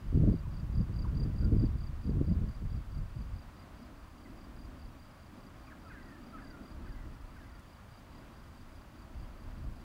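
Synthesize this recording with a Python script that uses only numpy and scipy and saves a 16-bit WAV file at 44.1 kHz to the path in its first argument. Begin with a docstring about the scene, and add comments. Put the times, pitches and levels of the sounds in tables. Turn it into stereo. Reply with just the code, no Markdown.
"""An open meadow on a summer evening, with a murmur of air, a low distant drone and a faint high tone.
A near field cricket, a fainter neighbour and a far chorus sing: chirps are bursts of whistled wing strokes.
Wind, made of shaped noise, buffets two microphone ports, hard at first and then in light puffs.
A far bird whistles falling notes, and dry grass stems tick as tiny bursts of noise."""
import sys
import numpy as np
from scipy import signal
from scipy.fft import rfft, irfft, next_fast_len
from scipy.io import wavfile

SR = 44100
rng = np.random.default_rng(int(sys.argv[2]) if len(sys.argv) > 2 else 0)


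def master(y):
    """Save y as 16-bit WAV."""
    cut = np.clip(np.atleast_2d(y).T, -1, 1)
    pcm = np.round(cut * 32767)  # scale
    wavfile.write(sys.argv[1], SR, pcm.astype(np.int16))


N = 433925   # length in samples

# In stereo columns, a positive left-right value means louder on the left.
# tone colour of the distant murmur: (f/Hz, level/dB per Hz)
AIR_SPECTRUM = [(15, -30), (28, -5.5), (65, 7), (100, 3), (150, -2.5), (200, -4.5), (250, -9), (320, -14),
                (440, -15), (620, -10), (780, -12.5), (1100, -9.5), (1700, -15.5), (4000, -25), (5200, -32),
                (8800, -99)]
# slow swells of the murmur: (t/s, change of level/dB)
AIR_SWELL = [(0, 0.9), (3.2, 0.1), (3.7, 1.5), (4.1, 0.15), (6, 0.86), (7.7, 0.5), (8.15, 1.5), (8.6, 0),
             (9.84, 1)]
# tone colour of the steady high hiss: (f/Hz, level/dB per Hz)
HISS_SPECTRUM = [(2500, -10), (4000, -5), (5500, 2), (7000, 0), (9000, -2), (12000, -4), (16000, -4)]
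# how alike the background is at the two ports: (f/Hz, likeness: 1 same, 0 unrelated, -1 opposite)
PORT_LIKENESS = [(60, 3), (280, 0.74), (640, 0.4), (1300, 0.41), (2000, -0.05), (2700, 0), (3800, -0.21),
                 (6000, 0), (15000, 0)]
# stereo balance of the background: (f/Hz, left-right/dB)
PORT_BALANCE = [(60, -2.5), (200, -3.5), (700, -2), (1300, -3.5), (2400, 2.5), (4400, 0.5), (8000, .5),
                (15000, 0.8)]
# rise and fall of the far low drone, like traffic beyond the fields: (t/s, level/dB)
DRONE_LEVELS = [(3.3, -63), (3.83, -55), (4.1, -62.5), (4.3, -53.5), (4.85, -57), (5.15, -64.5),
                (5.35, -53.5), (5.57, -59.5), (6.0, -55), (6.65, -53), (7.4, -60.5), (7.95, -66.5),
                (8.15, -56), (8.7, -61), (9.84, -54.5)]
# tone colour of the drone: (f/Hz, level/dB per Hz)
DRONE_SPECTRUM = [(120, -20), (190, -0.5), (260, 4), (340, -2), (460, -16.5), (620, -8.5), (800, -18.5),
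                  (1500, -54)]
# thin high tone and its weaker companions: (f/Hz, rms level before a shared gain/dB)
HIGH_TONES = [(15520, -98), (15570, -84), (15620, -101)]
# dry stems ticking: (t/s, level before filter and shared gain/dB)
GRASS_TICKS = [(1.2376, -67), (1.4491, -64), (2.9811, -69), (7.5946, -63)]

# single far bird chirps: (t/s, length/s, start f/Hz, end f/Hz, level before a shared gain/dB)
SINGLE_CHIRPS = [(.433, 0.039, 1374, 868, -57.5), (1.041, 0.025, 1346, 880, -51.5),
                 (1.071, 0.023, 1740, 1280, -62), (1.408, .06, 1527, 1385, -62.5),
                 (4.249, 0.035, 2200, 1830, -64), (5.673, 0.033, 1250, 1046, -58),
                 (5.665, 0.048, 2560, 2170, -66), (5.697, 0.0287, 2190, 1300, -60),
                 (5.714, .026, 1980, 1150, -57)]
# low note leading into the bird's call: (time ahead of the call/s, length/s, start f/Hz, end f/Hz)
LEAD_IN_NOTE = (.048, 0.056, 1390, 1210)
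# slurs of one call: (t into the call/s, length/s, start f/Hz, end f/Hz, level within the call/dB,
# sag: 0 is a straight slide, larger bends sooner)
CALL_SLURS = [(-.025, 0.06, 2700, 2370, -14, .1), (-.002, 0.0367, 1900, 1370, 1, 0.97),
              (0.011, .1, 2300, 1554, -3.5, 2.1)]
# two hoarse notes trailing after it: (t into the call/s, start f/Hz, fall/Hz per s)
TRAILING_NOTES = [(.07, 2070, 1610), (.11, 1512, 1310)]
# the bird's calls, before a shared gain: (t/s, level/dB, lead-in level/dB, length of trailing notes/s,
# upper trailing note level/dB, lower trailing note level/dB)
BIRD_CALLS = [(5.897, -57, -54.5, .24, -64, -68), (6.372, -60, -54.5, 0.15, -70, -63.5),
              (6.857, -64, -63.5, .14, -68, -71), (7.355, -63, -70, 0.17, -70, -71)]

# underlying breeze, fresh at first and then nearly still: (t/s, buffeting before a shared gain/dB, left-right/dB)
BREEZE_LEVELS = [(0, -37, -1), (.65, -37, -8), (1.05, -33, -4.5), (1.7, -33, -3.5), (1.92, -39, -8),
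                 (2.35, -33, -10), (2.55, -46, -3), (3.35, -41.5, -2), (3.58, -59.5, 2), (4.5, -52.5, -6),
                 (5.2, -61, -1), (7.4, -53.5, -7), (7.8, -62, -4), (9.84, -48.5, -4)]
# gusts on top of it: (t/s, hold/s, buffeting before a shared gain/dB, left-right/dB)
GUST_EVENTS = [(0.15, 0.17, -26, -13), (0.761, 0.058, -33, -10), (1.216, 0.028, -33, -29),
               (1.463, 0.092, -28.5, -13.5), (1.602, 0.041, -28, -12.5), (2.071, 0.13, -31, -13),
               (2.27, 0.045, -32.5, -14), (2.412, 0.066, -34.5, -13), (2.597, .17, -35, -8),
               (2.974, 0.043, -35, -6), (3.164, 0.065, -37.5, -7), (3.94, 0.072, -49.5, -7),
               (4.538, 0.14, -46, -1), (4.755, 0.11, -47, -1), (6.75, 0.377, -44, -10),
               (7.217, 0.035, -49, -20), (9.179, 0.05, -41.5, 17), (9.427, 0.22, -47, 8),
               (9.619, 0.076, -39.5, 21)]
# tone colour of buffeting at the reference strength: (f/Hz, level/dB per Hz)
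BUFFET_SPECTRUM = [(20, -3), (40, 2), (80, 1.5), (130, -3), (200, -6), (300, -18.5), (450, -31),
                   (700, -49.5), (1200, -60)]
# single eddies thumping mostly the right port: (t/s, peak level before a shared gain/dB)
THUMP_EVENTS = [(0.125, -32), (0.159, -27.5), (0.232, -22.5), (0.274, -24.5), (0.338, -26), (1.521, -30.5),
                (1.564, -27.5), (1.636, -28.5), (2.092, -27.5), (2.148, -32), (2.211, -23)]

# neighbour's wing strokes: (time ahead of the last one/s, length/s, level within the chirp/dB)
NEIGHBOUR_WING_STROKES = [(.13, .016, -6), (.1, .018, -4), (.069, .021, -1), (.035, .022, 0), (0, .022, 0)]
# the neighbour slows a little as it sings: (chirp number, t of last stroke/s)
NEIGHBOUR_BEAT = [(0, .08), (4, 1.085), (11, 2.85), (16, 4.115), (21, 5.41), (38, 9.8)]
# near cricket's wing strokes: (time ahead of the last one/s, length/s, level within the chirp/dB)
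NEAR_WING_STROKES = [(.085, .012, -5.5), (.061, .017, -1), (.033, .019, 0), (0, .020, .5)]
# its even beat, which shifts now and then: (chirp number, t of last stroke/s)
NEAR_BEAT = [(0, .181), (8, 1.872), (10, 2.333), (13, 2.984), (14, 3.221), (26, 5.676), (34, 7.345),
             (40, 8.613), (46, 9.85)]
# how strongly its song arrives: (t/s, level before a shared gain/dB)
NEAR_LEVELS = [(.2, -67), (1.05, -54.5), (1.5, -54), (2.5, -62.5), (3.35, -60.5), (4.05, -69.5),
               (4.66, -61), (5.3, -66), (6.1, -65.5), (6.6, -57.5), (7.05, -69), (8.0, -65.5), (9.84, -68)]

AIR_DB = -53.5
HOARSE_HZ = 45   # how far the trailing notes' pitch trembles
GUST_REF_DB = -25.5   # wind strength at which the buffeting has its table's tone colour
GUST_ATTACK_S, GUST_RELEASE_S = 0.035, 0.044   # time to swell and to die away by a factor e
CHIRP_SPREAD_DB, STROKE_SPREAD_DB = 1.2, .8   # neighbour's chirps; every cricket's strokes
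FIELD_T60_S = 0.37   # time for the scattered tail to fall by 60 dB
PORT_LOW_CUT_HZ, TOP_CUT_HZ = 19.4, 15750


def from_db(db):
    """Turn decibels into a gain."""
    return 10 ** (np.asarray(db) / 20)


def rms_one(x):
    """Scale a sound to an average strength (rms) of 1."""
    return x / np.sqrt(np.mean(x ** 2) + 1e-20)


def in_time(rows):
    """Read each column of a time curve at every sample."""
    s, *columns = np.transpose(rows)
    t = np.arange(N) / SR
    return [np.interp(t, s, column) for column in columns]


def at_hz(points, hz):
    """Read a frequency curve on a logarithmic pitch scale."""
    point_hz, values = np.transpose(points)
    return np.interp(np.log(hz), np.log(point_hz), values)


def drift(rate):
    """Smooth random wandering with spread 1, changing about rate times a second."""
    step = 40   # samples between computed points
    keep = np.exp(-2 * np.pi * rate * step / SR)
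    noise = rng.standard_normal(N // step + 2002)
    slow = signal.lfilter([1], [1, -2 * keep, keep ** 2], noise)[2000:]   # drop the filter's start-up
    return np.interp(np.arange(N) / step, np.arange(len(slow)), rms_one(slow))


def band(x, low, high):
    """Keep only the frequencies between low and high."""
    sos = signal.butter(2, [low, min(high, .48 * SR)], "band", fs=SR, output="sos")
    return signal.sosfilt(sos, x)


def half_octaves(count):
    """Give the edges of half-octave bands from 20 Hz upwards."""
    edges = 20 * 2 ** (np.arange(count + 1) / 2)
    return zip(edges, edges[1:])


def panned(pan_db):
    """Left and right gains that keep the total power equal."""
    gains = from_db([pan_db / 2, -pan_db / 2])
    return gains / np.sqrt(np.mean(gains ** 2, axis=0))


def add(out, s, sound):
    """Mix a short sound into a track at time s."""
    i = max(round(s * SR), 0)
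    out[..., i:i + sound.shape[-1]] += sound[..., :max(N - i, 0)]


def field(x, wet_db):
    """Add a soft tail scattered by the field and its far edge, different at each port."""
    t = np.arange(int(FIELD_T60_S * SR)) / SR
    fade = from_db(-60 * t / FIELD_T60_S)
    build_up = 1 - np.exp(-t / 0.011)
    tail = rng.standard_normal((2, len(t))) * fade * build_up
    tail /= np.sqrt(np.sum(tail ** 2, axis=1, keepdims=True))
    scattered = signal.fftconvolve(np.atleast_2d(x), tail, axes=1)[:, :N]
    return x + from_db(wet_db) * scattered


def ambience(spectrum):
    """Noise from all around, most alike at both ports in the bass; rms 1."""
    size = next_fast_len(N)
    hz = np.maximum(np.arange(size // 2 + 1) * SR / size, 1)
    mid, side = rfft(rng.standard_normal((2, size)))
    alike = np.clip(at_hz(PORT_LIKENESS, hz), -1, 1)
    ports = np.sqrt(1 + alike) * mid + np.sqrt(1 - alike) * side * [[1], [-1]]
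    coloured = ports * from_db(at_hz(spectrum, hz)) * panned(at_hz(PORT_BALANCE, hz))
    return rms_one(irfft(coloured, size)[:, :N])


def murmur():
    """Open country blends into a distant murmur that slowly swells."""
    swell_db, = in_time(AIR_SWELL)
    return from_db(AIR_DB + swell_db + .5 * drift(15.0)) * ambience(AIR_SPECTRUM)


def hiss(level_db):
    """Steady noise lying mostly in the treble."""
    return from_db(level_db) * ambience(HISS_SPECTRUM)


def drone():
    """Low noise, like traffic beyond the fields, rises and falls."""
    level_db, = in_time(DRONE_LEVELS)
    return from_db(level_db + 1.3 * drift(15.0)) * ambience(DRONE_SPECTRUM)


def whine(level_db):
    """A thin high tone throbs as weaker tones 50 Hz to either side beat against it."""
    t = np.arange(N) / SR
    return sum(np.sqrt(2) * from_db(db + level_db) * np.sin(2 * np.pi * hz * t) for hz, db in HIGH_TONES)


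def grass(level_db, decay_s, low_hz, high_hz):
    """A dry stem snaps with a tiny bright burst of noise."""
    out = np.zeros((2, N))
    t = np.arange(SR // 20) / SR
    for s, db in GRASS_TICKS:
        burst = np.exp(-t / decay_s) * rng.standard_normal((2, len(t)))
        add(out, s, from_db(db + level_db) * burst)
    return band(out, low_hz, high_hz)


def slur(length, start_hz, end_hz, sag, tremble_hz):
    """A nearly pure falling whistle; sag bends the slide, and a trembling pitch makes it hoarse."""
    u = np.linspace(0, 1, int(length * SR))
    slide = end_hz + (start_hz - end_hz) * (1 - u) * np.exp(-sag * u)
    pitch = slide + tremble_hz * drift(120)[:len(u)]
    swell = np.sqrt(np.abs(np.sin(np.pi * u)))
    return swell * np.sin(2 * np.pi * np.cumsum(pitch) / SR)


def bird(level_db, waver, chirp_sag, chirp_tremble_hz, wet_db):
    """Single chirps and four calls of falling whistles waver on their way across the field."""
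    song = np.zeros(N)
    for s, length, start_hz, end_hz, db in SINGLE_CHIRPS:
        add(song, s, from_db(db) * slur(length, start_hz, end_hz, chirp_sag, chirp_tremble_hz))
    ahead, *lead_note = LEAD_IN_NOTE
    for s, call_db, lead_db, trail_s, *trail_dbs in BIRD_CALLS:
        add(song, s - ahead, from_db(lead_db) * slur(*lead_note, sag=0, tremble_hz=0))
        for after, length, start_hz, end_hz, db, sag in CALL_SLURS:
            note = slur(length, start_hz, end_hz, sag, tremble_hz=0)
            add(song, s + after, from_db(call_db + db) * note)
        for (after, hz, fall), db in zip(TRAILING_NOTES, trail_dbs):
            note = slur(trail_s, hz, hz - fall * trail_s, sag=0, tremble_hz=HOARSE_HZ)
            add(song, s + after, from_db(db) * note)
    wavering = song * (1 + waver * drift(48))
    return from_db(level_db) * field(wavering, wet_db) * panned(-1.8)[:, None]


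def airflow(unsteady_db):
    """Wind strength at each port: gusts swell, hold and die away over the breeze."""
    t = np.arange(N) / SR
    breeze_db, breeze_pan_db = in_time(BREEZE_LEVELS)
    power = (from_db(breeze_db) * panned(breeze_pan_db)) ** 2
    for s, hold, db, pan_db in GUST_EVENTS:
        away = np.maximum((s - t) / GUST_ATTACK_S, (t - s - hold) / GUST_RELEASE_S)
        shape = np.exp(-np.clip(away, 0, 20))   # full strength during the hold
        power += (from_db(db) * panned(pan_db)[:, None] * shape) ** 2
    return np.sqrt(power) * from_db(unsteady_db * np.array([drift(4.6), drift(6.3)]))


def wind(level_db, db_per_octave, lumpy_db, flutter_db, smallest_hz, unsteady_db):
    """Eddies hit each port separately; faster air makes them smaller, so the rumble rises in pitch."""
    out = np.zeros((2, N))
    for port, strength in zip(out, airflow(unsteady_db)):
        speed = 2 ** ((20 * np.log10(strength) - GUST_REF_DB) / db_per_octave)
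        white = rng.standard_normal((2, N))
        eddies = 2 * np.tanh(drift(32) / 2)
        power = 0
        for k, (low, high) in enumerate(half_octaves(count=13)):
            hz = np.sqrt(low * high)
            gain = from_db(at_hz(BUFFET_SPECTRUM, hz / speed))
            burst_db = lumpy_db * min(hz / 250, 1.3) * eddies   # small eddies come in stronger bursts
            uneven = from_db(burst_db + flutter_db * drift(11.0))
            port += band(white[k % 2], low, high) * gain * uneven
            power = power + gain ** 2 * (high - low) / (SR / 2)
        port *= strength / np.sqrt(power)
    # eddies smaller than the port cancel across it
    sos = signal.butter(6, smallest_hz, fs=SR, output="sos")
    return from_db(level_db) * signal.sosfilt(sos, out)


def thumps(level_db, width_s, left_db):
    """An eddy crossing the port pushes and pulls, in either order, within a few milliseconds."""
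    out = np.zeros(N)
    for s, db in THUMP_EVENTS:
        u = np.linspace(-4, 4, int(8 * SR * width_s * rng.uniform(.85, 1.15)))
        push_pull = rng.choice([-1, 1]) * u * np.exp((1 - u ** 2) / 2)
        add(out, s, from_db(db + level_db) * push_pull)
    return from_db([[left_db], [0]]) * out


def far_chorus(level_db, low_hz, high_hz):
    """Crickets across the field merge into a faint sheen of noise."""
    return from_db(level_db) * rms_one(band(rng.standard_normal((2, N)), low_hz, high_hz))


def beats(pace):
    """Chirp times, evenly spaced between the points of a pace curve."""
    number, when = np.transpose(pace)
    return np.interp(np.arange(number[-1] + 1), number, when)


def wing_stroke(length, hz, droop_hz, overtone_db):
    """The scraper runs along the file; it slows at the end, so the wing's ring sags in pitch."""
    u = np.linspace(0, 1, int(length * SR))
    pitch = hz - droop_hz * (u + u ** 4) / 2
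    phase = 2 * np.pi * (np.cumsum(pitch) / SR + rng.random())
    grip = 1 + 0.26 * np.interp(u, np.linspace(0, 1, 10), rng.standard_normal(10))   # teeth catch unevenly
    ring = np.sin(phase) + from_db(overtone_db) * np.sin(2 * phase)
    return grip * np.sin(np.pi * u) * ring


def chirp(strokes, hz, droop_hz, overtone_db):
    """Give each wing stroke of one chirp as (start s, sound), all slightly different."""
    for ahead, length, db in strokes:
        late, louder, sharper, steeper = rng.standard_normal(4)
        stroke = wing_stroke(length, hz + 25 * sharper, droop_hz * (1 + 0.16 * steeper), overtone_db)
        start = .0005 * late - ahead - length / 2
        yield start, from_db(db + STROKE_SPREAD_DB * louder) * stroke


def neighbour_cricket(hz, droop_hz, overtone_db, level_db, pan_db):
    """A fainter cricket with steeper strokes keeps its own beat, in and out of step with the near one."""
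    song = np.zeros(N)
    for s in beats(NEIGHBOUR_BEAT):
        gain = from_db(level_db + rng.normal(0, CHIRP_SPREAD_DB))
        for start, stroke in chirp(NEIGHBOUR_WING_STROKES, hz, droop_hz, overtone_db):
            add(song, s + start, gain * stroke)
    return panned(pan_db)[:, None] * song


def near_cricket(hz, droop_hz, overtone_db, level_db, pan_db, uneven_db):
    """The nearest cricket rubs its wings; its song reaches the left port a little later."""
    song = np.zeros(N)
    times = beats(NEAR_BEAT)
    levels = np.interp(times, *np.transpose(NEAR_LEVELS)) + uneven_db * rng.standard_normal(len(times))
    for s, db in zip(times, levels):
        for start, stroke in chirp(NEAR_WING_STROKES, hz, droop_hz, overtone_db):
            add(song, s + start, from_db(db + level_db) * stroke)
    lag = 7   # samples
    return panned(pan_db)[:, None] * np.array([np.roll(song, lag), song])


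def scene():
    """Mix the meadow's background, bird, grass and wind with the crickets."""
    background = murmur() + hiss(level_db=-69.5) + drone() + whine(level_db=-4.0)
    stems = grass(level_db=8.5, decay_s=0.0043, low_hz=3500, high_hz=10900)
    calls = bird(level_db=3.5, waver=0.29, chirp_sag=0.26, chirp_tremble_hz=49.5, wet_db=-5.5)
    gusts = wind(level_db=3.0, db_per_octave=16, lumpy_db=5.5, flutter_db=1.5,
                 smallest_hz=676, unsteady_db=0.67)
    gusts += thumps(level_db=10, width_s=0.00096, left_db=-31)
    chorus = far_chorus(level_db=-79.5, low_hz=4320, high_hz=4810)
    neighbour = neighbour_cricket(hz=5100, droop_hz=836, overtone_db=-9.0, level_db=-72.5, pan_db=-3.0)
    near = near_cricket(hz=4842, droop_hz=370, overtone_db=-24, level_db=1.95, pan_db=5.0, uneven_db=0.64)
    crickets = chorus + neighbour + field(near, wet_db=-14.5)
    return background + stems + calls + gusts + crickets


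def record(dry):
    """The microphone sheds the deepest rumble, and the top is cut steeply."""
    low_cut = signal.butter(2, PORT_LOW_CUT_HZ, "high", fs=SR, output="sos")
    top_cut = signal.ellip(12, .1, 80, TOP_CUT_HZ, fs=SR, output="sos")
    return signal.sosfilt(top_cut, signal.sosfilt(low_cut, dry))


dry = scene()
out = record(dry)
master(out)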